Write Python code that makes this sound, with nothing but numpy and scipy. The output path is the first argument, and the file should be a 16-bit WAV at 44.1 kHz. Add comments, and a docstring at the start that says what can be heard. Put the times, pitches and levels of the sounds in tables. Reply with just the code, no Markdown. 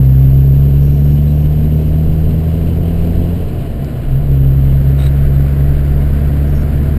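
"""A turbocharged four-cylinder engine drones and booms, heard inside the car at night. It pulls up through
a gear, falls away for the shift, blips and pulls again; its second harmonic excites the cabin's air
resonance. Wheels rumble, air rushes, trim rattles and creaks by stick-slip friction, and the turbo whistles
faintly. A small recorder overloads a little and holds each of its samples, which adds a thin whine."""
import sys
import numpy as np
from scipy import signal
from scipy.fft import rfft, irfft
from scipy.io import wavfile

SR = 44100
rng = np.random.default_rng(int(sys.argv[2]) if len(sys.argv) > 2 else 0)


def log_audio(samples):
    """Write samples as a 16-bit WAV file to the path given in sys.argv[1]."""
    # one column per channel
    frames = np.atleast_2d(samples).T
    # limit to full scale, then quantise
    limited = np.clip(frames, -1, 1)
    pcm = np.round(limited * 32767).astype(np.int16)
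    wavfile.write(sys.argv[1], SR, pcm)


N = 307818
T = np.arange(N) / SR


def amp(db):
    """Converts decibels to an amplitude ratio."""
    return 10 ** (np.asarray(db) / 20)


def unit(x):
    """Normalises to rms 1."""
    return x / np.sqrt(np.mean(x ** 2) + 1e-20)


def curve(points):
    """Linear interpolation of (time [s], value) points over the scene."""
    return np.interp(T, *np.transpose(points))


def colour(x, spectrum, skirt_db_per_octave=-36):
    """Spectral shaping by (frequency [Hz], relative level [dB]) points, falling off outside them; rms 1."""
    points_hz, db = np.transpose(spectrum)
    hz = np.fft.rfftfreq(len(x), 1 / SR) + 1e-3
    octaves_outside = np.maximum(np.log2(hz / points_hz[-1]), 0) + np.maximum(np.log2(points_hz[0] / hz), 0)
    gain_db = np.interp(np.log(hz), np.log(points_hz), db) + skirt_db_per_octave * octaves_outside
    return unit(irfft(rfft(x) * amp(gain_db), len(x)))


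def wander(rate_hz):
    """Low-pass noise: a slow random fluctuation, rms 1."""
    hz = np.fft.rfftfreq(N, 1 / SR)
    return unit(irfft(rfft(rng.standard_normal(N)) / (1 + (hz / rate_hz) ** 4), N))


def resonate(x, hz, width_hz):
    """Two resonators in cascade, centred on a steady or gliding frequency; rms 1."""
    carrier = np.exp(2j * np.pi * np.cumsum(hz * np.ones(len(x))) / SR)
    pole = np.exp(-np.pi * width_hz / SR)
    baseband = signal.lfilter([(1 - pole) ** 2], [1, -2 * pole, pole * pole], x / carrier)
    return unit((carrier * baseband).real)


def clicks(per_s, spread_db):
    """A Poisson process: random impulses of unequal size."""
    size = amp(spread_db * np.minimum(rng.exponential(1, N), 4))
    return size * rng.choice([-1, 1], N) * (rng.random(N) < per_s / SR)


def add(mix, start_s, sound):
    """Superposes a sound on the mix from start_s on."""
    part = mix[max(round(start_s * SR), 0):][:len(sound)]
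    part += sound[:len(part)]


def resonance_db(hz, centre_hz, width_hz, peak_db):
    """Gain in dB near a resonance, as a Lorentzian bell."""
    return peak_db / (1 + (2 * (hz - centre_hz) / width_hz) ** 2)


def exhaust_levels(firing_hz, above_cruise_hz, open_s=0.062, shut_s=0.18):
    """Throb, boom and growl in dB: power follows the load, and under load a cabin mode lifts the boom."""
    # throttle presses: (opens [s], shuts [s], throb at cruise [dB], boom before resonance [dB],
    # boom decay [dB/s], growl at cruise [dB])
    presses = [(-.2, 3.3, -12, -27, 0, -14), (4.06, 4.17, -19, -33, -6, -25),
               (4.25, 7.2, -13, -28.5, 2.5, -18)]
    cabin_db = resonance_db(2 * firing_hz, centre_hz=128.9, width_hz=65, peak_db=20)
    power = amp([[-24], [-27], [-26.5]]) ** 2 * np.ones(N)  # throb, boom and growl while coasting
    for opens, shuts, throb_db, boom_db, decay_db_per_s, growl_db in presses:
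        load = np.clip((T - opens) / open_s, 0, 1) * np.clip(1 - (T - shuts) / shut_s, 0, 1)
        loaded_db = [throb_db - 0.2557 * above_cruise_hz,  # the exhaust softens as the revs climb
                     boom_db + cabin_db - decay_db_per_s * (T - opens),
                     growl_db - 0.1466 * above_cruise_hz]
        power += load ** 2 * (amp(loaded_db) ** 2 - power)
    return 10 * np.log10(power)


def engine(phase, firing_hz, throb_db, boom_db, growl_db, shake=0.052, waver=0.17):
    """Periodic firing gives two strong harmonics, and weaker orders that swell at panel resonances."""
    # weak orders, the halves from unequal cylinders: (multiple of firing rate [1], level re growl [dB])
    overtones = [(1.5, -22.5), (2.5, -29.5), (3, -16.5), (3.5, -29.5), (4, -19.5), (4.5, -32.5), (5, -27.5),
                 (5.5, -29.5), (6, -33.5), (6.5, -33.5), (7, -41), (7.5, -35)]
    # cabin panel resonances: (frequency [Hz], width [Hz], peak gain [dB])
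    panels = [(119, 20, 7), (218.4, 20, 7), (266.3, 22, 5.5), (430.5, 54, 8)]
    throb = amp(throb_db) * (1 + shake * wander(4.6)) * np.sin(phase)
    boom = amp(boom_db) * (1 + shake * wander(6.4)) * np.sin(2 * phase)
    growl = np.zeros(N)
    for order, db in overtones:
        hz = order * firing_hz
        lift_db = sum(resonance_db(hz, *panel) for panel in panels)
        lag = np.pi * hz / 215  # the cabin's resonances turn the phase of the upper orders, the more the higher they lie
        tone = np.sin(order * phase - lag + waver * wander(7)) * (1 + waver * wander(7))
        growl += amp(db + lift_db) * tone
    return np.sqrt(2) * (throb + boom + amp(growl_db) * growl)


def wheel_rumble(pace, bump_sigma_s=0.088):
    """Forced vibration: wheels shake the body, more with pace, on uneven tarmac and over bumps."""
    # bumps in the road: (time [s], level [dB])
    bumps = [(2.24, -21), (2.64, -22), (3.2, -14)]
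    # rumble spectrum: (frequency [Hz], relative level [dB])
    spectrum = [(8, -32), (16, -9.5), (24, 3.5), (32, -8), (45, -7), (60, -11.5), (100, -44)]
    uneven_db = 2 * wander(2.6)
    rolling = amp(-24 + 7 * pace + uneven_db)
    jolts = sum(amp(db) * np.exp(-.5 * ((T - s) / bump_sigma_s) ** 2) for s, db in bumps)
    return np.hypot(rolling, jolts) * colour(rng.standard_normal(N), spectrum)


def roar(phase, pace, above_cruise_hz, pulsing=0.12):
    """Broadband noise, modulated by each firing: tyres roar with pace, the engine block with revs."""
    # roar spectrum: (frequency [Hz], relative level [dB])
    spectrum = [(35, -12), (60, -10), (130, 4), (160, -4.5), (185, -8), (235, -5.5), (310, -12),
                (430, -13.5), (540, -18.5), (670, -16.5), (870, -33), (1025, -30), (1160, -37), (1400, -54)]
    level_db = -24 + 4 * pace + 0.0686 * above_cruise_hz
    noise = rng.standard_normal(N) * (1 + pulsing * np.cos(phase))
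    return amp(level_db) * colour(noise, spectrum)


def air_rush(phase, pulsing=0.1, flutter_db=0.8, gain_db=0.67):
    """Turbulence of intake and wind: noise that pulses with the firing and flutters a little."""
    # level of the rush, which grows louder late in the scene: (time [s], level before gain_db [dB])
    levels = [(0, -48.5), (1, -51), (3.2, -47.5), (4.45, -46.5), (5.1, -42), (6.98, -41)]
    # airflow spectrum: (frequency [Hz], relative level [dB])
    spectrum = [(500, -14.5), (900, -8), (1450, 2), (2100, -3.5), (2800, -10), (3600, -14), (5000, -16.5),
                (5800, -32.5)]
    turbulence = rng.standard_normal(N) * (1 + pulsing * np.cos(phase)) * amp(flutter_db * wander(30))
    return amp(curve(levels) + gain_db) * colour(turbulence, spectrum)


def dashboard_buzz(phase, above_cruise_hz, pulsing=0.075, clump_db=1.0, settle_s=5):
    """Impact noise: the engine shakes loose trim, harder with revs; late on the buzz settles a little."""
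    # buzz spectrum: (frequency [Hz], relative level [dB])
    spectrum = [(900, -10), (1900, -7.5), (2400, -5), (2750, -3.5), (2920, -1.5), (3150, -5), (3600, -13),
                (3850, -10), (4030, -7.5), (4300, -12.5), (5100, -17), (5900, -34)]
    chatter = clicks(per_s=6000, spread_db=1.5)
    impacts = chatter * (1 + pulsing * np.cos(phase)) * amp(clump_db * wander(22))
    settled = np.clip((T - settle_s) / .3 + .5, 0, 1)
    level_db = -47.5 + 0.1431 * above_cruise_hz + .5 * wander(3.5) - 2.5 * settled
    return amp(level_db) * colour(impacts, spectrum)


def turbo_hiss(growl_db, lag_s=.45, relative_db=-45):
    """Flow noise of the turbo, which spools up and down behind the load with a first-order lag."""
    # hiss spectrum: (frequency [Hz], relative level [dB])
    spectrum = [(3000, -15.5), (4300, -2.5), (5000, -0.5), (5600, -3.5), (5900, -8.5)]
    pole = np.exp(-1 / (lag_s * SR))
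    boost_db = growl_db[0] + signal.lfilter([1 - pole], [1, -pole], growl_db - growl_db[0])
    return amp(boost_db + relative_db) * colour(rng.standard_normal(N), spectrum)


def trim_creaks():
    """Stick-slip friction: runs of tiny slips scrape a plastic panel and excite its resonance."""
    # creaks: (time [s], duration [s], ring level [dB], ring frequency [Hz], scrape level [dB])
    creaks = [(.28, .1, -54.5, 2880, -56), (1.165, .05, -48, 2990, -57), (1.266, .07, -52, 3980, -55.5),
              (1.417, 0.055, -53, 2900, -50.5), (2.837, .08, -51, 3000, -53.5),
              (4.666, .07, -51, 2960, -53), (4.976, 0.065, -43.5, 3800, -37.5),
              (5.027, .05, -43.5, 3890, -37), (5.058, .04, -45.5, 3902, -48),
              (5.34, .035, -52.5, 3870, -59)]
    out = np.zeros(N)
    slips = clicks(per_s=1800, spread_db=2.5)
    scrape = colour(slips, [(700, -4), (1300, 0), (2900, -3), (4500, -12), (5800, -17)])
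    for start, duration, ring_db, hz, scrape_db in creaks:
        part = slice(round(start * SR), round((start + duration) * SR))
        ring = amp(ring_db) * resonate(slips[part], hz, width_hz=480)
        creak = ring + amp(scrape_db) * unit(scrape[part])
        add(out, start, creak * signal.windows.tukey(len(creak), .5))
    return out


def turbo_whistles():
    """Narrow-band noise with a gliding centre: short, breathy whistles of the turbo under boost."""
    # whistles: (time [s], duration [s], level [dB], start frequency [Hz], end frequency [Hz])
    whistles = [(.78, .26, -58.5, 5700, 5560), (1.0, .2, -59.5, 5440, 5400), (1.25, .22, -63, 5660, 5600),
                (1.68, .26, -65.5, 5600, 5660), (6.44, 0.16, -62, 5540, 5570),
                (6.53, 0.11, -53.5, 5500, 5440)]
    out = np.zeros(N)
    for start, duration, db, start_hz, end_hz in whistles:
        count = round(duration * SR)
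        tone = resonate(rng.standard_normal(count), np.linspace(start_hz, end_hz, count), width_hz=130)
        add(out, start, amp(db) * tone * signal.windows.tukey(count, .5))
    return out


def trim_tick(decay_s=0.00061):
    """A heavily damped free vibration: one sharp click of the trim."""
    # click: (time [s], initial level [dB], frequency [Hz])
    ticks = [(3.846, -28.5, 4830)]
    out = np.zeros(N)
    t = T[:400]
    for start, db, hz in ticks:
        add(out, start, amp(db) * np.exp(-t / decay_s) * np.sin(2 * np.pi * hz * t))
    return out


def scene(cruise_hz=70):
    """Superposition of all sources at one microphone in the cabin."""
    # engine speed climbs, falls with the clutch down, blips, climbs slowly: (time [s], firing rate [Hz])
    engine_speed = [(0, 65.59), (1.88, 76.89), (3.35, 85.7), (3.6, 79.3), (4, 63.85), (4.13, 64.6),
                    (4.22, 72.84), (4.35, 67.52), (6.98, 72.81)]
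    # the car gathers pace in each gear and coasts between: (time [s], share of the rise in speed [1])
    road_speed = [(0, 0.19), (3.3, 0.95), (4.3, 0.68), (6.98, 1)]
    firing_hz, pace = curve(engine_speed), curve(road_speed)
    above_cruise_hz = firing_hz - cruise_hz
    phase = 2 * np.pi * np.cumsum(firing_hz) / SR  # one cycle per firing
    throb_db, boom_db, growl_db = exhaust_levels(firing_hz, above_cruise_hz)
    cabin = engine(phase, firing_hz, throb_db, boom_db, growl_db)
    cabin += wheel_rumble(pace) + roar(phase, pace, above_cruise_hz) + air_rush(phase)
    cabin += dashboard_buzz(phase, above_cruise_hz) + turbo_hiss(growl_db)
    cabin += trim_creaks() + turbo_whistles() + trim_tick()
    return cabin[None]


def record(dry, hold_hz=12000, cutoff_hz=15300):
    """Soft clipping, then a zero-order hold: spectral images of the drone whine around the hold rate."""
    limited = dry[0] / (1 + dry[0] ** 20) ** (1 / 20)
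    faded = limited * signal.windows.tukey(N, .001)
    samples = signal.resample(faded, round(N * hold_hz / SR))
    held = signal.resample(np.repeat(samples, 4), N)
    lowpass = signal.firwin(1023, cutoff_hz, window=("kaiser", 9), fs=SR)
    return signal.oaconvolve(held, lowpass, "same")[None]


dry = scene()
out = record(dry)
log_audio(out)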